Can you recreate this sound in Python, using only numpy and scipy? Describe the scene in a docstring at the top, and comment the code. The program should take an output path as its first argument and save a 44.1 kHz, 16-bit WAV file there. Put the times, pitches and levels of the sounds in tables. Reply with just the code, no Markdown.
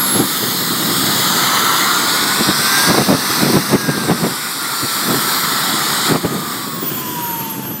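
"""A model jet's small turbine is run up, eased back, held and let down to idle.
Its exhaust, shaped noise, roars and hisses; a reflection that shifts as the microphone moves hollows it.
The shaft hums and the compressor blades whistle: tones at multiples of the shaft speed.
A separate high whistle fades out at the start. Wind rumbles and rasps at the microphone in gusts,
and an automatic gain control briefly turns down what is too loud."""
import sys
import numpy as np
from scipy import signal
from scipy.fft import rfft, irfft, next_fast_len
from scipy.io import wavfile
from scipy.ndimage import uniform_filter1d

SR = 44100
rng = np.random.default_rng(int(sys.argv[2]) if len(sys.argv) > 2 else 0)


def pcm_store(signal):
    """Save signal as 16-bit PCM."""
    levels = np.round(np.clip(np.atleast_2d(signal), -1, 1) * 32767)
    wavfile.write(sys.argv[1], SR, levels.astype(np.int16).T)


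N = 343962
TIME = np.arange(N) / SR

# How fast the shaft spins. Each row: time in seconds, speed in turns a second.
SHAFT_SPEED = [(0.0, 1341), (0.26, 1320), (0.7, 1227), (0.95, 1212), (1.27, 1244), (2.15, 1449),
               (2.59, 1523), (3.18, 1736), (3.42, 1744), (3.95, 1603), (4.49, 1428), (4.89, 1339),
               (5.82, 1329), (6.24, 1261), (6.68, 1124), (7.14, 978), (7.39, 919), (7.8, 856)]
# How loud the exhaust is heard. Each row: time in seconds, relative level in dB.
EXHAUST_LEVEL = [(0, -23), (.65, -22), (1.1, -19), (1.7, -18), (2.55, -20), (2.8, -17), (3.1, -21),
                 (3.52, -21), (3.95, -26.5), (4.55, -27), (5.3, -22), (6.1, -20.5), (6.2, -30.5),
                 (6.55, -28.5), (6.85, -35), (7.45, -37.5), (7.8, -45)]


def amp(db):
    """Turns decibels into a gain."""
    return 10 ** (np.asarray(db) / 20)


def unit(x):
    """Scales a signal to an rms (average strength) of one."""
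    return x / np.sqrt(np.mean(x ** 2) + 1e-20)


def curve(rows, t=TIME):
    """Joins the points of each table column by straight lines in time."""
    seconds, *columns = np.transpose(rows)
    return [np.interp(t, seconds, column) for column in columns]


def spectrum(points, hz):
    """Reads dB values between table points, on a log-frequency axis."""
    point_hz, db = np.transpose(points)
    return np.interp(np.log(hz + 1), np.log(point_hz), db)


def bell(s, half_length):
    """A smooth rise and fall around one moment."""
    return np.exp(-((TIME - s) / half_length) ** 2)


def swells(rows):
    """Adds up the dB of all swells in a table, as a curve over time."""
    return sum(db * bell(s, half_length) for s, db, half_length in rows)


def noise(points):
    """Steady noise: random samples filtered to a given spectrum."""
    size = next_fast_len(N)
    gain = amp(spectrum(points, np.fft.rfftfreq(size, 1 / SR)))
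    shaped = irfft(rfft(rng.standard_normal(size)) * gain, size)
    return unit(shaped[:N])


def wander(rate_hz, size=16384):
    """A smooth random curve; changes much faster than the given rate are filtered away."""
    t = np.linspace(0, TIME[-1], size)
    gain = np.exp(-(np.fft.rfftfreq(size, t[1]) / rate_hz) ** 2)
    smooth = irfft(rfft(rng.standard_normal(size)) * gain, size)
    return np.interp(TIME, t, unit(smooth))


def tone(turns, db, scatter, flutter_hz):
    """A pure tone that swells and fades as part of it is scattered by moving air."""
    scattered = wander(flutter_hz) + 1j * wander(flutter_hz)
    path = (1 + scatter * scattered) / np.sqrt(1 + 2 * scatter ** 2)  # keeps the average power
    return np.sqrt(2) * amp(db) * (path * np.exp(2j * np.pi * turns)).real


def exhaust(level_db=6.0, patch_db=1.32, ripple_db=0.57, swirl_db=0.32, drift=0.012):
    """Turbulent jet noise with moving reflection dips; near idle it thins to an airy rush."""
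    # Changing tone colour. Each row: time in seconds, then roar, hiss and finest fizz, each in dB.
    colour = [(0, -0.5, 0.5, 6), (.45, -4.5, -1, 8), (1.1, -3.5, -1, 4.5), (1.6, .5, -2.5, 2.5),
              (2.7, -2, 0, 0), (3.65, -1, 0.5, 3), (4.2, -0.5, 1.5, -1), (5.1, 0, 2.5, 4), (5.95, 0, 0, -1),
              (6.8, 0.5, 2.5, 5.5), (7.8, 4.5, 4, -4)]
    # Spectrum under power. Each row: frequency in Hz, relative level per Hz in dB.
    jet_spectrum = [(40, -44), (130, -43), (300, -1), (580, -8.5), (850, 0), (1250, 6.5), (1650, 0),
                    (1980, 2), (2350, -5), (3700, 1.5), (4900, 0.5), (7500, -2.5), (12500, -4.5),
                    (16000, -9.5)]
    # Spectrum near idle. Each row: frequency in Hz, relative level per Hz in dB.
    idle_spectrum = [(40, -40), (300, -2), (600, -24), (1000, 5), (1700, 2.5), (2250, -4), (2900, 2.5),
                     (3400, 4.5), (3750, -3.5), (4300, 0), (6000, -2.5), (9000, -5), (13000, -8),
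                     (16000, -14)]
    # Bands that the reflection cancels. Each row: centre in Hz before shifting, power of the shift factor
    # that it follows, half width in Hz, depth in dB.
    dips = [(2743, 0.73, 243, -11.5), (6025, 0.89, 425, -14), (10300, 0.58, 970, -11),
            (14250, 0.47, 430, -16)]
    # The reflection's path changes and moves all dips. Each row: time in seconds, factor on frequency.
    reflection = [(0, 0.96), (1.1, 0.96), (1.75, 0.91), (2.8, 1.16), (3.5, 1.16), (3.85, 1.19),
                  (4.35, 1.07), (4.9, 1.075), (5.5, 1.006), (6.4, 0.99), (6.72, 1.045)]

    frame, hop = 1024, 256  # samples in each short spectrum, and between them
    t = np.arange(N // hop + 5)[:, None] * hop / SR
    hz = np.fft.rfftfreq(frame, 1 / SR)
    idling = np.interp(curve(SHAFT_SPEED, t)[0], [1060, 1105], [1, 0])  # by turns a second
    roar, hiss, fizz = curve(colour, t)
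    db = (1 - idling) * spectrum(jet_spectrum, hz) + idling * spectrum(idle_spectrum, hz)
    db = db + roar * np.interp(hz, [1900, 3300], [1, 0])
    db = db + hiss * np.interp(hz, [5000, 7500], [0, 1])
    db = db + fizz * np.interp(hz, [9500, 14500], [0, 1])

    shift = curve(reflection, t)[0]
    for centre_hz, follow, half_width, dip_db in dips:
        sway = 1 + drift * np.interp(t, TIME, wander(8.9))  # the sound path sways in the wind
        offset = (hz - centre_hz * shift ** follow * sway) / half_width
        db = db + (1 - idling) * dip_db / (1 + offset ** 2)

    real, imag, patches, ripple = rng.standard_normal((len(t), len(hz), 4)).T
    # Eddies lift and sink quick patches; weaker echoes leave a slow, fine ripple.
    # Both are smoothed over frequency first, then over time.
    patches = unit(uniform_filter1d(uniform_filter1d(patches, size=7, axis=0), size=18, axis=1))
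    ripple = unit(uniform_filter1d(uniform_filter1d(ripple, size=5, axis=0), size=110, axis=1))
    ripple_share = np.minimum(hz / 4000, 1)[:, None]  # less ripple in the low sounds
    gain = amp(db.T + patch_db * patches + ripple_db * ripple * ripple_share)
    jet = signal.istft((real + 1j * imag) * gain, nperseg=frame, noverlap=frame - hop)[1][:N]
    return unit(jet) * amp(level_db + curve(EXHAUST_LEVEL)[0] + swirl_db * wander(30))


def rotor(hum_db=-1.5, waver=0.0006, halo_db=-12.5, fading_db=2.5, top_fading_db=2.0, follow=0.35):
    """Shaft hum and blade whistles, all locked to one turning shaft; each whistle fades by chance."""
    # Loudness of the hum. Each row: time in seconds, relative level in dB.
    hum_levels = [(0, -40), (1.35, -32), (1.6, -21.5), (2.55, -29.5), (2.8, -19.5), (3.05, -33), (3.6, -36),
                  (3.88, -23.5), (4.2, -38), (4.7, -30), (5.6, -25.5), (6.15, -40), (6.45, -29),
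                  (6.95, -36), (7.28, -23.5), (7.8, -41.5)]
    # Main blade whistle and its weaker neighbour. Each row: multiple of shaft speed, base level in dB.
    main_orders = [(7, -40), (8, -46.5)]
    # The main whistle stands out at low speed early on. Each row: time in seconds, rise in dB,
    # half length in seconds.
    main_swells = [(.82, 7.5, .42)]
    # Whistle of all blades, and weaker lines from uneven blades. Each row: multiple of shaft speed,
    # base level in dB.
    top_orders = [(11, -56), (12, -47), (13, -48), (14, -29)]
    # Its swells on the way to idle. Each row: time in seconds, rise in dB, half length in seconds.
    top_swells = [(6.89, 10.5, 0.048), (7.46, 7, 0.065)]
    # The top whistles come in as the highest sinks through this range: lower and upper edge in Hz.
    top_sinks_hz = (15200, 15900)
    main_blades, inertia_s = 7, 0.17  # the shaft's inertia smooths its speed over this many seconds
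    sinks_above, sink_db = 1500, 0.4  # turns a second; dB lost for each further turn a second

    speed = uniform_filter1d(curve(SHAFT_SPEED)[0], size=round(inertia_s * SR), mode="nearest")
    turns = np.cumsum(speed * (1 + waver * wander(32))) / SR
    hum, exhaust_db = curve(hum_levels)[0], curve(EXHAUST_LEVEL)[0]
    out = tone(turns, hum + hum_db, scatter=0.1, flutter_hz=19)
    out += tone(turns, hum + halo_db, scatter=2.8, flutter_hz=55)  # the hot jet smears part of the hum

    main = swells(main_swells) + follow * (exhaust_db - exhaust_db.mean())  # partly follows the exhaust
    main = main - sink_db * np.maximum(speed - sinks_above, 0)  # at high speed it sinks into the roar
    for order, db in main_orders:
        level_db = db + main + fading_db * wander(3.4)
        out += tone(order * turns, level_db, scatter=0.6, flutter_hz=50)

    heard = np.interp(2 * main_blades * speed, top_sinks_hz, [1, 0])
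    top = swells(top_swells)
    for order, db in top_orders:
        level_db = db + top + top_fading_db * wander(5.5)
        out += heard * tone(order * turns, level_db, scatter=0.48, flutter_hz=25.3)
    return out


def idle_whistle():
    """An idling turbine's high blade whistle: it sags in pitch, holds its level, then fades out."""
    settled_hz, sag_hz, sag_s = 11000, 330, 0.19  # it starts higher by the sag
    start_db, hold_s, fade_db_per_s = -19, 0.14, 75
    hz = settled_hz + sag_hz * np.exp(-TIME / sag_s)
    db = start_db - fade_db_per_s * np.maximum(TIME - hold_s, 0)
    return tone(np.cumsum(hz) / SR, db, scatter=0.13, flutter_hz=40)


def wind(gust_db=0.0, lump_db=2.5, rasp_db=1.0):
    """Lumpy rumble of wind at the microphone; the harder it blows, the more it rasps."""
    # Gusts. Each row: time in seconds, peak in dB, half length in seconds.
    gusts = [(0.168, -19.5, 0.017), (0.217, -14.5, 0.024), (2.418, -21, 0.026), (2.494, -14, 0.015),
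             (2.595, -19, .015), (2.906, -11, 0.018), (2.948, -13.5, 0.0065), (3, -10.5, .02),
             (3.119, -9, 0.029), (3.46, -14.5, 0.053), (3.566, -8.5, 0.021), (3.742, -9, 0.017),
             (3.894, -8.5, 0.0089), (4.114, -12, 0.024), (4.245, -13.5, 0.027), (4.846, -22, 0.013),
             (5.125, -16, 0.039), (6.118, -12.5, 0.023), (6.153, -12, 0.016), (6.253, -14.5, .012),
             (6.351, -20, 0.037), (6.836, -22, 0.0098)]
    # Broad surges of the breeze. Each row: time in seconds, rise in dB, half length in seconds.
    surges = [(1.0, 4.5, 0.32), (3.0, 4, 0.18), (3.85, 6.5, 0.33), (7.75, 3, 0.17)]
    # Spectrum of the rumble. Each row: frequency in Hz, relative level per Hz in dB.
    rumble_spectrum = [(20, -50), (45, -50), (85, -17.5), (135, -1), (200, 2.5), (350, -2), (550, -14),
                       (1000, -20.5), (2500, -29), (16000, -80)]
    # Spectrum of the rasp. 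Each row: frequency in Hz, relative level per Hz in dB.
    rasp_spectrum = [(20, -31), (150, -43), (400, 1), (750, 0.5), (1300, -8), (2200, -18), (4000, -34),
                     (16000, -52)]
    breeze_db, breeze_db_per_s = -27.5, -0.38  # level halfway through; it slackens slowly
    lull_db, lull_from_s, lull_to_s, lull_edge_s = -7.5, 4.33, 4.95, 0.04

    inside_lull = np.minimum(TIME - lull_from_s, lull_to_s - TIME)
    lull = np.clip(inside_lull / lull_edge_s + 0.5, 0, 1)
    breeze = breeze_db + breeze_db_per_s * (TIME - TIME.mean()) + swells(surges) + lull_db * lull
    power = amp(breeze) ** 2
    for s, db, half_length in gusts:
        power = power + amp(db + gust_db) ** 2 * bell(s, half_length)
    force = np.sqrt(power)

    rumble = noise(rumble_spectrum)
    rumble /= np.sqrt(uniform_filter1d(rumble ** 2, size=800))  # eddies of like strength follow on
    lumps = amp(lump_db * wander(49) / (1 + (force / 1.35) ** 2))  # light air is the most fitful
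    rasp = noise(rasp_spectrum) * amp(rasp_db + 5.2 * wander(170)) * force ** 1.87
    return force * rumble * lumps + rasp


def scene():
    """Turbine and wind, alike in both channels."""
    mix = exhaust() + rotor() + idle_whistle() + wind()
    return np.array([mix, mix])


def record(dry, threshold_db=-10.5, squeeze=0.5, recovery_db_per_s=35):
    """Gain control ducks loud moments and recovers; peaks are rounded off, the top treble cut."""
    edge_hz = 15780
    power_db = 10 * np.log10(abs(uniform_filter1d(dry[0] ** 2, size=300)) + 1e-12)
    # The level rises at once and falls back at a steady rate.
    recovery = TIME * recovery_db_per_s
    held_db = np.maximum.accumulate(power_db + recovery) - recovery
    over_db = np.maximum(held_db - threshold_db, 0)
    smooth_over_db = signal.lfilter([0.003], [1, -0.997], over_db)
    ducked = dry * amp(-squeeze * smooth_over_db)
    rounded = ducked / (1 + ducked ** 6) ** (1 / 6)
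    low_pass = signal.firwin(511, edge_hz, window=("kaiser", 9), fs=SR)
    return signal.oaconvolve(rounded, low_pass[None], "same")


dry = scene()
out = record(dry)
pcm_store(out)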